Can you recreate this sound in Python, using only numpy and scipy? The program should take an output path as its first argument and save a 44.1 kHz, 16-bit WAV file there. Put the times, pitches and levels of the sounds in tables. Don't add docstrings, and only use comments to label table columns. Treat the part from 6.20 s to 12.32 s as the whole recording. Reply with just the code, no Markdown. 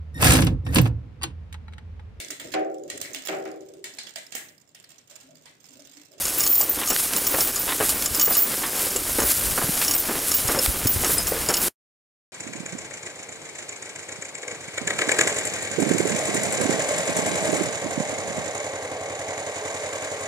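import sys
import numpy as np
from scipy import signal
from scipy.fft import rfft, irfft, next_fast_len
from scipy.io import wavfile
from scipy.ndimage import uniform_filter1d

SR = 44100
rng = np.random.default_rng(int(sys.argv[2]) if len(sys.argv) > 2 else 0)


def wrap_up_sound(samples):
    columns = np.atleast_2d(samples).T
    tamed = np.clip(columns, -1, 1)
    steps = np.round(tamed * 32767).astype(np.int16)
    wavfile.write(sys.argv[1], SR, steps)


N = 269892
TIME = np.arange(N) / SR
END_S = 5.484


def amp(db):
    return 10 ** (np.asarray(db) / 20)


def unit(x):
    return x / np.sqrt(np.mean(x ** 2) + 1e-20)


def add(mix, s, sound):
    part = mix[round(s * SR):][:len(sound)]
    part += sound[:len(part)]


def shape(x, points):
    hz, db = np.transpose(points)
    size = next_fast_len(len(x))
    f = np.fft.rfftfreq(size, 1 / SR)
    gain = amp(np.interp(np.log(f + 1), np.log(hz), db))
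    return irfft(rfft(x, size) * gain, size)[:len(x)]


def colour(x, points):
    return unit(shape(x, points))


def focus(x, hz, octaves, depth_db):
    f = np.fft.rfftfreq(len(x), 1 / SR) + 1
    hump = np.exp(-(np.log2(f / hz) / octaves) ** 2)
    return unit(irfft(rfft(x) * amp(depth_db * hump), len(x)))


def wander(per_s):
    return unit(np.interp(TIME * per_s, np.arange(N), rng.standard_normal(N)))


def crackle(per_s, spread_db):
    size = amp(spread_db * np.minimum(rng.exponential(1, N), 4.5))
    happens = rng.random(N) < per_s / SR
    return unit(size * rng.choice([-1, 1], N) * happens)


def ring(modes, scatter_db, detune):
    hz, db, t60 = np.transpose(modes)[:, :, None]
    strength, tune, phase = rng.standard_normal((3, len(hz), 1))
    t = np.arange(SR // 2) / SR
    size = amp(db + scatter_db * strength)
    tones = np.sin(2 * np.pi * (hz * (1 + detune * tune) * t + phase))
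    waves = size * amp(-60 * t / t60) * tones
    return waves.sum(0) / np.sqrt(np.sum(size ** 2) / 2)


def puff(rise_s, t60):
    t = np.arange(SR // 2) / SR
    envelope = (1 - np.exp(-t / rise_s)) * amp(-60 * t / t60)
    return rng.standard_normal(len(t)), envelope


def chatter(body, count, within_s):
    out = body.copy()
    for delay, strength in rng.random((count, 2)):
        add(out, delay * within_s, body * strength * (1 - delay / 2))
    return out * np.std(body) / np.std(out)


def swing(hz):
    cycles = np.arange(SR // 2) / SR * hz
    age = cycles / 0.47
    return age * np.exp(1 - age) * np.sin(2 * np.pi * cycles)


# frequency in Hz, relative level in dB.
TURF_SPECTRUM = [(40, -3), (140, 0.5), (280, 9), (520, 6), (1000, 3.5), (1700, 2), (3500, -10), (9000, -30)]


def thud(hz, depth_db):
    soil, blow = puff(rise_s=0.00042, t60=0.16)
    crumbs = crackle(per_s=700, spread_db=2.5)[:len(soil)] + .4 * soil
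    crunch = focus(colour(crumbs, TURF_SPECTRUM), hz, octaves=0.42, depth_db=depth_db) * blow
    return unit(crunch) * np.std(blow) + swing(hz)


# heel landing in seconds, relative thud level in dB, thud pitch in Hz,
# toe delay after the heel in seconds, leg swish delay after the heel in seconds, swish level in dB.
STEPS = [(0.704, -21, 690, 0.0082, 0.08, -20.5), (1.141, -17, 510, 0.042, .065, -21.5),
         (1.602, -15.5, 520, .006, 0.072, -21.5), (2.074, -19.5, 520, 0.033, 0.076, -32),
         (2.531, -29.5, 480, 0.035, 0.097, -22), (2.985, -15, 480, 0.033, 0.14, -17),
         (3.377, -17.5, 1270, 0.036, 0.23, -26.5), (3.888, -20, 320, .02, 0.2, -26.5),
         (4.289, -15, 300, 0.058, 0.17, -22), (4.834, -18.5, 431, 0.06, 0.082, -23),
         (5.289, -16, 460, .01, .17, -22)]
# start in seconds, relative level in dB, pitch in Hz.
LOAD_BUMPS = [(0.406, -28, 720), (1.983, -24.5, 288), (2.753, -22.5, 460.6), (4.373, -17, 520),
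              (5.119, -17, 497)]
TOE_DB = -2.5


def thuds():
    out = np.zeros(N)
    for s, level_db, hz, toe_s, _, _ in STEPS:
        add(out, s, amp(level_db) * thud(hz, depth_db=4))
        add(out, s + toe_s, amp(level_db + TOE_DB) * thud(hz, depth_db=3.0))
    for s, level_db, hz in LOAD_BUMPS:
        add(out, s, amp(level_db) * thud(hz, depth_db=15.5))
    return amp(-3.5) * out


# time in seconds, relative level in dB.
DRAG_LEVEL = [(0.0, -25.5), (0.42, -32), (0.88, -28.5), (1.3, -30), (2.98, -28.5), (3.27, -26),
              (3.89, -29.5), (4.43, -28.5), (5.25, -31.5)]
SWISH_S = 0.042


def grass_db():
    power = amp(np.interp(TIME, *np.transpose(DRAG_LEVEL)) + 2.5) ** 2
    for s, _, _, _, swing_s, swish_db in STEPS:
        swell = np.exp(-((TIME - s - swing_s) / SWISH_S) ** 2)
        power = power + amp(swish_db) ** 2 * swell
    return 10 * np.log10(power)


# frequency in Hz, relative level in dB.
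GRASS_SPECTRUM = [(710, -21), (1200, -10), (1520, -3.5), (1750, -8.5), (3490, -4.5), (5320, -2.5),
                  (6250, -2), (9420, 4), (12700, 4), (15800, -4.5)]
# frequency in Hz, relative level in dB.
GROUND_SPECTRUM = [(30, -8.5), (110, -9), (300, -1.5), (550, -4), (900, -7), (1600, -8), (3000, -12.5),
                   (6000, -19.5), (15000, -23)]


def meadow():
    swish_db = grass_db()
    blades = colour(crackle(per_s=4400, spread_db=-1.5) + 0.89 * rng.standard_normal(N), GRASS_SPECTRUM)
    clumps_db = 1.38 * wander(per_s=50) + 1.0 * wander(per_s=450)
    swish = blades * amp(swish_db + clumps_db - 0.62)

    crumbs = colour(crackle(per_s=700, spread_db=1.5) + 0.87 * rng.standard_normal(N), GROUND_SPECTRUM)
    ground_db = np.interp(TIME, [0, END_S], [-36, -33])
    follow_db = 0.074 * (swish_db - swish_db.mean())
    return swish + crumbs * amp(ground_db + follow_db + 2.0 * wander(per_s=47))


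# nominal frequency in Hz, relative level in dB, t60 in seconds.
LINK_MODES = [(1193, -14.5, 0.11), (2915, -14, 0.095), (4510, -11, 0.048), (5283, -5, 0.041),
              (5500, -2.5, 0.046), (6750, -5, 0.015), (6710, -2, 0.047), (7270, 6, 0.0086),
              (7930, -8, 0.065), (10220, 1.5, 0.021)]


def clink(hz):
    own_mode = (hz, 3, .034)
    body = ring([*LINK_MODES, own_mode], scatter_db=3, detune=.022)
    grit, contact = puff(rise_s=.0001, t60=0.042)
    grit = focus(grit, hz, octaves=0.32, depth_db=4.5) * contact
    return chatter(body, count=3, within_s=.006) + .4 * grit


# start in seconds, level in dB, nominal pitch of the link in Hz.
CLINKS = [(0.053, -15.5, 7100), (0.2061, -12, 6750), (0.2362, -16, 6680), (0.2648, -13.5, 6600),
          (0.2753, -17.5, 6700), (0.3534, -16.5, 7540), (0.4115, -14, 6800), (0.6743, -16.5, 6600),
          (0.6864, -20, 6470), (0.7044, -8.5, 5500), (0.9634, -14, 7100), (1.068, -14.5, 6900),
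          (1.2072, -14.5, 5400), (1.3592, -15, 6770), (1.6926, -15, 5270), (1.8592, -12.5, 7150),
          (1.9475, -16.5, 6900), (1.9965, -10.5, 6700), (2.013, -9, 6700), (2.056, -16, 6720),
          (2.152, -14, 6700), (2.18, -20, 5440), (2.761, -14, 7200), (3.0021, -14.5, 6740),
          (3.029, -20, 5260), (3.6481, -18, 5570), (3.6805, -13.5, 5590), (3.711, -13, 6860),
          (3.7379, -15, 5370), (4.1165, -12, 6950), (4.14, -16.5, 5300), (4.2806, -15.5, 7500),
          (4.3887, -14, 5200), (4.6719, -8, 5280), (4.8455, -15.5, 6710), (5.0698, -16, 6860),
          (5.2883, -13.5, 7150), (5.34, -11.5, 5120), (5.369, -15, 5120)]
# start in seconds, level in dB.
HOOK_HITS = [(4.982, -11.5)]
# frequency in Hz, relative level in dB, t60 in seconds.
HOOK_MODES = [(5060, -7.5, 0.13), (7670, -8, 0.053), (9280, 0, 0.038)]


def chains():
    out = np.zeros(N)
    for s, level_db, hz in CLINKS:
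        add(out, s, amp(level_db) * clink(hz))
    hook = ring(HOOK_MODES, scatter_db=0, detune=0)
    for s, level_db in HOOK_HITS:
        add(out, s, amp(level_db) * hook)
    return out


# start in seconds, first blow's level in dB, bouncing time in seconds.
JINGLES = [(0.1835, -20, .005), (0.2139, -21, .05), (0.2761, -11, .13), (0.4945, -12.5, .008),
           (0.6893, -24, .03), (0.9707, -18, .004), (1.071, -19, .012), (1.1129, -19, .008),
           (1.1618, -26, .008), (1.208, -22.5, .07), (1.3925, -19.5, .005), (1.7489, -26, .003),
           (1.9505, -20.5, .008), (1.9969, -18.5, .01), (2.0178, -12.5, .045), (2.1006, -17, .008),
           (2.169, -14.5, .06), (3.03, -24, .08), (3.6506, -28, .09), (3.7504, -16, .004),
           (3.78, -22, .025), (4.144, -15, .03), (4.672, -9.5, .022), (4.9107, -26, .045),
           (5.0779, -21, .018), (5.3722, -24, .01), (5.4091, -25, .025)]
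# nominal frequency in Hz, relative level in dB, t60 in seconds.
RING_MODES = [(14250, 3, .24), (14341, -0.5, .14), (14734, 2, .11), (14900, 2, .02), (15170, -4, .27),
              (15402, -2, .17)]
BOUNCE_S, BOUNCE_DB = 0.013, -1
CHOKE_S = 0.008
REST_S = .1
FLUTTER_DB = 1.3


def jingles():
    out, t = np.zeros(N), np.arange(SR // 2) / SR
    songs = [ring(RING_MODES, scatter_db=5, detune=.0016) for _ in range(24)]
    for s, level_db, rattle_s in JINGLES:
        gaps = BOUNCE_S * rng.uniform(.3, 1.7, size=18)
        delays = np.cumsum(gaps) - gaps
        picks = rng.integers(len(songs), size=len(gaps))
        for delay, gap, pick in zip(delays, gaps, picks):
            last = delay + gap > rattle_s
            if last:
                choke = np.exp(-(t / REST_S) ** 2)
            else:
                choke = np.exp(-np.maximum(t - gap, 0) / CHOKE_S)
            bounce_db = BOUNCE_DB if delay else 0
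            add(out, s + delay, amp(level_db + bounce_db) * choke * songs[pick])
            if last:
                break
    return out * amp(FLUTTER_DB * wander(per_s=130))


SLACK_DB, SHAKEN_DB = -40, -42
SHAKE_S = 0.036


def slack_links():
    shakes = sum(np.exp(-((TIME - s) / SHAKE_S) ** 2) for s, *_ in CLINKS)
    shaking = amp(SLACK_DB) + amp(SHAKEN_DB) * shakes
    links = [ring(LINK_MODES, scatter_db=3, detune=.035) for _ in range(6)]
    out = np.zeros(N)
    for link in links:
        blows = shaking * crackle(per_s=27, spread_db=3.0)
        out += signal.oaconvolve(blows, link / np.linalg.norm(link))[:N]
    return out / np.sqrt(len(links))


# start in seconds, relative level in dB.
CLACKS = [(0.587, -22.5), (0.614, -19.5), (0.633, -20.5), (1.478, -21), (1.490, -19), (1.504, -20),
          (1.52, -16.5), (2.435, -19), (2.45, -22)]
# nominal frequency in Hz, relative level in dB, t60 in seconds.
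WOOD_MODES = [(1080, 0, .028), (1400, -4, .016), (1880, -3, .028), (3050, -4, .016), (3450, -1, .018)]


def clacks():
    out = np.zeros(N)
    for s, level_db in CLACKS:
        grit, contact = puff(rise_s=.001, t60=.07)
        grit = colour(grit, [(300, -20), (900, 0), (3700, -5), (6000, -30)]) * contact
        knock = chatter(ring(WOOD_MODES, scatter_db=2, detune=.045), count=5, within_s=.012)
        add(out, s, amp(level_db) * (.7 * knock + .5 * grit))
    return out


# start in seconds, relative level in dB, favoured pitch in Hz, t60 in seconds.
SNAPS = [(0.7632, -7, 2230, 0.0074), (0.7993, -16.5, 9300, 0.015), (0.9346, -20.5, 3300, 0.024),
         (1.823, -22, 3000, 0.027), (3.1195, -4.5, 12800, 0.0096), (3.615, -22, 1900, 0.13),
         (4.4603, -11, 1810, 0.017)]


def stalks():
    fibres, crack = puff(rise_s=.0001, t60=0.0075)
    ticks = signal.oaconvolve(crackle(per_s=35, spread_db=0.5), fibres * crack)[:N]
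    out = amp(-41.5) * unit(ticks)
    for s, level_db, hz, t60 in SNAPS:
        fibres, crack = puff(rise_s=.0001, t60=t60)
        add(out, s, amp(level_db + 4.0) * focus(fibres, hz, octaves=1.6, depth_db=7.5) * crack)
    return out


# frequency in Hz, relative level in dB, t60 in seconds.
CLOD_MODES = [(290, 0, .06), (380, -1, .04), (520, -4, .03)]


def clods():
    note = ring(CLOD_MODES, scatter_db=0, detune=0)
    jolts = signal.oaconvolve(crackle(per_s=30, spread_db=2), note)[:N]
    return amp(-44.5) * unit(jolts)


# time in seconds, level in dB.
WIND_LEVEL = [(0, -49.5), (1.1, -51.5), (1.9, -40), (2.3, -68), (2.95, -37), (3.9, -48.5), (4.7, -34.5),
              (5.48, -44)]
# start in seconds, level in dB, pitch in Hz.
BUFFETS = [(1.905, -27, 75), (3.439, -22, 130), (3.491, -18, 178), (4.249, -24.5, 105), (4.478, -17, 60),
           (4.652, -16, 105), (4.657, -16, 272), (4.759, -19.5, 93)]


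def wind():
    air = colour(rng.standard_normal(N), [(10, -18.0), (60, -5.5), (130, -12.0), (260, -18.5), (4000, -78.5)])
    lumps_db = 2.2 * wander(per_s=18)
    out = air * amp(np.interp(TIME, *np.transpose(WIND_LEVEL)) + lumps_db)
    for s, level_db, hz in BUFFETS:
        add(out, s, amp(level_db) * swing(hz))
    return out


# frequency in Hz, side over mid in dB.
SIDE_LEVEL = [(40, -7.5), (130, -9), (260, -30.5), (1000, -14), (2200, -74), (5200, -64), (9000, -12),
              (15000, -17)]


def scene():
    mid = meadow() + chains() + slack_links() + jingles() + thuds() + stalks() + clacks() + clods() + wind()
    side = shape(mid, SIDE_LEVEL) * wander(per_s=920)
    return np.array([mid + side, mid - side])


def record(dry):
    power = uniform_filter1d((dry ** 2).mean(0), size=64)
    power_db = 10 * np.log10(abs(power) + 1e-12)
    limit_db, recovery_db_per_s = -13.5, 130
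    fall = TIME * recovery_db_per_s
    held_db = np.maximum.accumulate(power_db + fall) - fall
    over_db = np.maximum(held_db - limit_db, 0)
    limited = dry / amp(uniform_filter1d(over_db, size=32))
    rounded = limited / (1 + (limited / .56) ** 6) ** (1 / 6)
    cut = np.where(TIME < END_S, 1, amp(-12 - 900 * np.maximum(TIME - END_S, 0)))
    edge_hz = 15850
    lowpass = signal.firwin(511, edge_hz, window=("kaiser", 9), fs=SR)
    return signal.oaconvolve(rounded * cut, lowpass[None], "same")


dry = scene()
out = record(dry)
wrap_up_sound(out)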